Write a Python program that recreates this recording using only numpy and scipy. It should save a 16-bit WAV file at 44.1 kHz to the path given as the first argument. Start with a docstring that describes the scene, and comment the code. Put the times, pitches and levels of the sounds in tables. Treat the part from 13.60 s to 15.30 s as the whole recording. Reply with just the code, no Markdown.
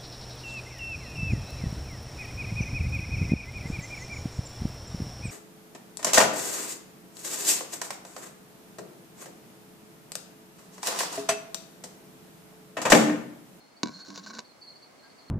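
"""Crickets chirp here and there in a small room, over a soft hiss, throughout.
At 0.23 s something knocks a plastic tub of tarantulas and bounces: each blow cracks, and the tub
rings with a hollow low note and a few brighter ones. From 0.3 to 0.8 s it scrapes along the wall,
with more knocks: tiny slips rasp, stick and slip make the wall judder. A faint squeak at 1.4 s."""
import sys
import numpy as np
from scipy import signal
from scipy.fft import rfft, irfft
from scipy.io import wavfile
from scipy.ndimage import uniform_filter1d

SR = 44100
rng = np.random.default_rng(int(sys.argv[2]) if len(sys.argv) > 2 else 0)


def bounce(signal):
    """Save signal as a 16-bit WAV file at the path given by the first command-line argument."""
    frames = np.transpose(np.atleast_2d(signal))
    limited = np.clip(frames, -1, 1)
    pcm = np.round(limited * 32767).astype(np.int16)
    wavfile.write(sys.argv[1], SR, pcm)


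N = 74970
T = np.arange(N) / SR
ROOM_T60_S, ROOM_COHERENCE = 0.21, 0.64


def amp(db):
    """dB to gain."""
    return 10 ** (np.asarray(db) / 20)


def unit_rms(x):
    """Scale to rms 1."""
    return x / np.sqrt(np.mean(x ** 2) + 1e-20)


def spectrum_at(points, hz):
    """Interpolate over log frequency."""
    points_hz, value = np.transpose(points)
    return np.interp(np.log(hz + 1), np.log(points_hz + 1), value)


def convolve(x, response):
    """Convolve per channel, cut to N."""
    return signal.fftconvolve(np.atleast_2d(x), np.atleast_2d(response), axes=1)[:, :N]


def wander(rate_hz):
    """Smooth random drift, rms 1."""
    lowpass = np.exp(-(np.fft.rfftfreq(N, 1 / SR) / rate_hz) ** 2)
    return unit_rms(irfft(rfft(rng.standard_normal(N)) * lowpass, N))


def click(points, size=2048):
    """Minimum-phase click of given spectrum, unit energy."""
    log_gain = np.log(amp(spectrum_at(points, abs(np.fft.fftfreq(size, 1 / SR)))))
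    pulse = np.fft.ifft(np.exp(np.conj(signal.hilbert(log_gain)))).real[:size // 2]
    return pulse / np.linalg.norm(pulse)


def noise_spectra(coherence):
    """Left and right spectra of partly coherent white noise."""
    left, other = rfft(rng.standard_normal((2, N)))
    return np.array([left, coherence * left + np.sqrt(1 - coherence ** 2) * other])


def tail(t60_s, coherence):
    """Diffuse stereo decay, 1 ms onset, unit energy per side."""
    decay = irfft(noise_spectra(coherence), N) * amp(-60 * T / t60_s) * np.minimum(T / .001, 1)
    return decay / np.linalg.norm(decay, axis=1, keepdims=True)


def hiss():
    """Soft room noise, near mono in the bass."""
    # noise spectrum (frequency [Hz], relative density [dB])
    density = [(18, -30), (45, -24), (90, -16), (130, -6), (200, -3), (280, -1), (410, -4), (656, -3.5),
               (1300, -9), (1910, -13), (2130, -9), (2420, -15), (3490, -18), (4000, -18), (4400, -12),
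               (5040, -17), (8000, -22), (13300, -29), (15500, -32)]
    # noise envelope (time [s], level [dB])
    envelope = [(0, -57.5), (.9, -56.5), (1.3, -55.5), (1.7, -55)]
    # left-right likeness (frequency [Hz], coherence [0-1])
    coherence = [(50, 1), (200, 0.28), (700, 0.2), (2000, 0.12), (6000, 0.051), (15000, 0.017)]
    hz = np.fft.rfftfreq(N, 1 / SR)
    noise = irfft(noise_spectra(spectrum_at(coherence, hz)) * amp(spectrum_at(density, hz)), N)
    return unit_rms(noise) * amp(np.interp(T, *np.transpose(envelope)))


def crickets():
    """Short falling tones, clean or raspy, through the wing resonance, smeared by the room."""
    # chirps (start [s], length [s], level [dB], pitch [Hz], roughness [x waver])
    chirps = [(.0, .02, -57.5, 4261, 0.2), (0.064, .025, -65.5, 4260, 0.13),
              (0.161, .02, -56.5, 4460, 0.74), (0.331, .03, -44.5, 4264, 0.65),
              (0.399, .026, -43.5, 4335, 0.68), (0.843, .02, -55, 4490, 0.88), (0.891, .022, -55, 4217, 0),
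              (1.012, .02, -46.5, 4388, 1), (1.034, .02, -55, 4435, 1), (1.066, .034, -45, 4324, 0.84),
              (1.15, .02, -51.5, 4490, 1), (1.216, .03, -52.5, 4393, 1), (1.386, .024, -57, 4250, 0.23),
              (1.422, .04, -59.5, 4430, 1), (1.488, .03, -60, 4460, 1), (1.578, .026, -55.5, 4417, 1.01),
              (1.61, .02, -57.5, 4323, 0.88), (1.678, .03, -52.5, 4290, 0.54)]
    sag_hz_per_s, wing_band_hz = 3100, (4130, 4740)
    waver = 0.0367 * wander(333)
    song = np.zeros(N)
    for start_s, length_s, db, hz, roughness in chirps:
        progress = np.clip((T - start_s) / length_s, 0, 1)
        pitch_hz = hz * (1 + roughness * waver) - sag_hz_per_s * length_s * (progress - .5)
        swell = np.sqrt(2 * abs(np.sin(np.pi * progress)))
        song += amp(db) * swell * np.sin(2 * np.pi * np.cumsum(pitch_hz) / SR)
    song = signal.sosfilt(signal.butter(3, wing_band_hz, "band", fs=SR, output="sos"), song)
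    analytic = signal.hilbert(song)
    song += amp(-31) * abs(analytic) * np.cos(2 * np.angle(analytic))  # faint octave
    return amp(-2.5) * song + amp(1) * convolve(song, tail(ROOM_T60_S, ROOM_COHERENCE))


def tub_echo():
    """Direct path, one echo and a short flutter, dispersed by the bending wall."""
    echo_s = .0028
    early = np.zeros((2, N))
    early[:, 0] = 1
    early[:, round(echo_s * SR)] = amp(-10)
    response = early + amp(-2.5) * tail(t60_s=.024, coherence=.75)
    poles = signal.iirpeak(6000, Q=1.6, fs=SR)[1]
    response = signal.lfilter(poles[::-1], poles, response)  # all-pass
    return response / np.sqrt(np.sum(response ** 2) / 2)


def tub_ring(low, rubbed=False):
    """Decaying upper or low tub modes; the low ones reach each ear slightly late."""
    # tub modes (frequency [Hz], struck [dB], rubbed [dB], t60 [s], left minus right [dB])
    modes = [(122, -27, -12, 0.3, 11), (164, -18, -38, .08, 25), (198, -3, 0.5, 0.17, 6),
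             (232, 4.5, -2, 0.078, 9.5), (293.4, 1.5, 2.5, 0.1, -14.5), (372.5, -7.5, -5.5, 0.15, -0.5),
             (484, -13, -0.5, 0.052, -8.5), (747, -15, -28, 0.077, -13), (991.5, -6.5, -57, 0.14, -12.5),
             (1084, -3.5, -16.5, 0.14, 9), (1120, -45, -20, 0.13, -17), (1483, -12.5, -7, 0.04, 9),
             (1525, -1.5, -6, 0.04, -10.5), (2261, -8.5, -19, 0.063, 4), (4040, 0, -11.5, 0.037, 3)]
    split_hz, low_cut_hz, lags_s = 650, 286, (.0017, .0023)
    ring = np.zeros((2, N))
    for hz, struck_db, rubbed_db, t60_s, pan_db in modes:
        if (hz < split_hz) == low:
            db = (rubbed_db if rubbed else struck_db) + np.array([[pan_db], [-pan_db]]) / 2
            ring += amp(db - 60 * T / t60_s) * np.sin(2 * np.pi * hz * T)
    highpass = signal.butter(2, low_cut_hz if low else split_hz, "high", fs=SR, output="sos")
    ring = signal.sosfilt(highpass, ring)
    if low:
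        ring = np.array([np.interp(T - lag_s, T, side, left=0) for side, lag_s in zip(ring, lags_s)])
    return ring / np.sqrt(np.sum(ring ** 2) / 2)


def knocks():
    """Each blow cracks and drives the upper modes (ring) and low modes (thump)."""
    # blows on the tub (time [s], crack [dB], ring [dB], thump [dB])
    blows = [(.2326, -1, -8.5, 1.5), (.2580, -22.5, -15, -6.5), (0.2723, -19, -19, -13.5),
             (0.2837, -24.5, -19, -18.5), (0.292, -28, -22.5, -14.5), (0.5038, -22.5, -23.5, -20.5),
             (0.5592, -17.5, -33, -32), (0.578, -20.5, -32, -22), (0.6628, -22, -31, -39),
             (0.7399, -26, -46, -36), (0.751, -20.5, -32, -47), (0.7863, -20, -41, -35),
             (.7912, -11.5, -18, -23.5), (0.8031, -23.5, -51, -41)]
    # crack spectrum (frequency [Hz], relative level [dB])
    crack_spectrum = [(60, -19), (150, -11.5), (500, -5), (1400, -2.5), (2000, -10.5), (2850, -4.5),
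                      (3230, -15.5), (3650, 2), (4500, 2.5), (5200, -1.5), (7100, -3), (7600, -15.5),
                      (10000, -27), (15500, -39)]
    force = np.zeros((3, N))
    for time_s, *levels_db in blows:
        force[:, round(time_s * SR)] += amp(levels_db)
    crack, ring, thump = force
    modes = convolve(ring, tub_ring(low=False)) + convolve(thump, tub_ring(low=True))
    return convolve(convolve(crack, click(crack_spectrum)), tub_echo()) + modes


def scrapes():
    """Dense tiny slips rasp on the wall and drive its modes."""
    # strokes (start [s], length [s], rasp [dB], ring [dB], thump [dB])
    strokes = [(.298, 0.13, -55.5, -59, -57.5), (.39, 0.018, -60, -61.5, -83),
               (0.445, 0.027, -51.5, -57.5, -62), (0.478, 0.008, -47, -56, -43.5),
               (.488, 0.045, -55.5, -60.5, -53.5), (0.54, 0.058, -47.5, -53, -54.5),
               (0.574, 0.0043, -41, -55, -56), (0.605, 0.043, -58.5, -65, -58.5),
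               (0.631, 0.025, -54, -67, -61), (0.6615, 0.011, -46, -44.5, -54),
               (0.672, .02, -50, -58, -51.5), (0.695, 0.01684, -47.5, -43.5, -49.5),
               (0.726, 0.0526, -50.5, -49.5, -58), (0.782, 0.0073, -47.5, -44, -40)]
    # rasp spectrum (frequency [Hz], relative level [dB])
    rasp_spectrum = [(60, -58), (150, -42), (500, 5.5), (900, -14), (1400, -1.5), (2000, -45), (2750, -5.5),
                     (3230, -15.5), (3950, 1), (4500, 3.5), (5150, -6.5), (5600, 7), (5880, -8), (6100, 0),
                     (7100, -6), (7700, -17), (10000, -37), (15500, -25)]
    slips_per_s, spread_db, rise_s, fall_s = 1500, 5, 0.0032, 0.0028
    slips = (rng.random(N) < slips_per_s / SR) * rng.choice([-1, 1], N)
    slips = slips * amp(spread_db * np.minimum(rng.exponential(1, N), 3))
    slips /= np.sqrt(abs(uniform_filter1d(slips ** 2, size=400)) + 1e-6)  # even out the power
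    force = np.zeros((3, N))
    for start_s, length_s, *levels_db in strokes:
        attack = np.clip((T - start_s) / rise_s, 0, 1)
        release = np.exp(-np.maximum(T - start_s - length_s, 0) / fall_s)
        force += amp(levels_db)[:, None] * attack * release
    rasp, ring, thump = force * slips
    modes = convolve(ring, tub_ring(low=False, rubbed=True))
    modes += convolve(thump, tub_ring(low=True, rubbed=True))
    return convolve(convolve(rasp, click(rasp_spectrum)), tub_echo()) + modes


def judder():
    """Stick and slip rock the wall: a low, uneven, rising groan."""
    # wall vibration (time [s], level [dB], pitch [Hz])
    groan = [(0.301, -53.5, 139.8), (0.336, -62.5, 153), (0.364, -51.5, 188.8), (0.411, -85, 194),
             (.48, -66, 188.2), (0.504, -45.5, 200.7), (.535, -51, 194.3), (.57, -66, 189),
             (0.614, -47.5, 198), (0.651, -64, 212.4), (0.701, -49, 226.5), (.75, -56.5, 229.7),
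             (.787, -47.5, 223.3), (.808, -78, 225)]
    time_s, db, hz = np.transpose(groan)
    pitch_hz = np.interp(T, time_s, hz) * (1 + 0.048 * wander(51))
    level = np.interp(T, time_s, amp(db), left=0, right=0) * (1 + 0.13 * wander(48.8))
    return np.sqrt(2) * level * np.sin(2 * np.pi * np.cumsum(pitch_hz) / SR)


def squeak():
    """One faint, brief, wavering tone."""
    start_s, length_s = 1.425, .06
    progress = np.clip((T - start_s) / length_s, 0, 1)
    swell = np.sqrt(2 * abs(np.sin(np.pi * progress)))
    pitch_hz = 1605 * (1 + 0.0072 * wander(100))
    return amp(-61) * swell * np.sin(2 * np.pi * np.cumsum(pitch_hz) / SR)


def scene():
    """Tub close by; crickets, squeak and room hiss behind."""
    tub = knocks() + scrapes() + judder()
    reverb = amp(-18.5) * convolve(tub, tail(ROOM_T60_S, ROOM_COHERENCE))
    return tub + reverb + crickets() + squeak() + hiss()


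def record(dry):
    """Steep low-pass."""
    cutoff_hz = 15900
    lowpass = signal.firwin(511, cutoff_hz, window=("kaiser", 9), fs=SR)
    return signal.oaconvolve(dry, lowpass[None], "same")


dry = scene()
out = record(dry)
bounce(out)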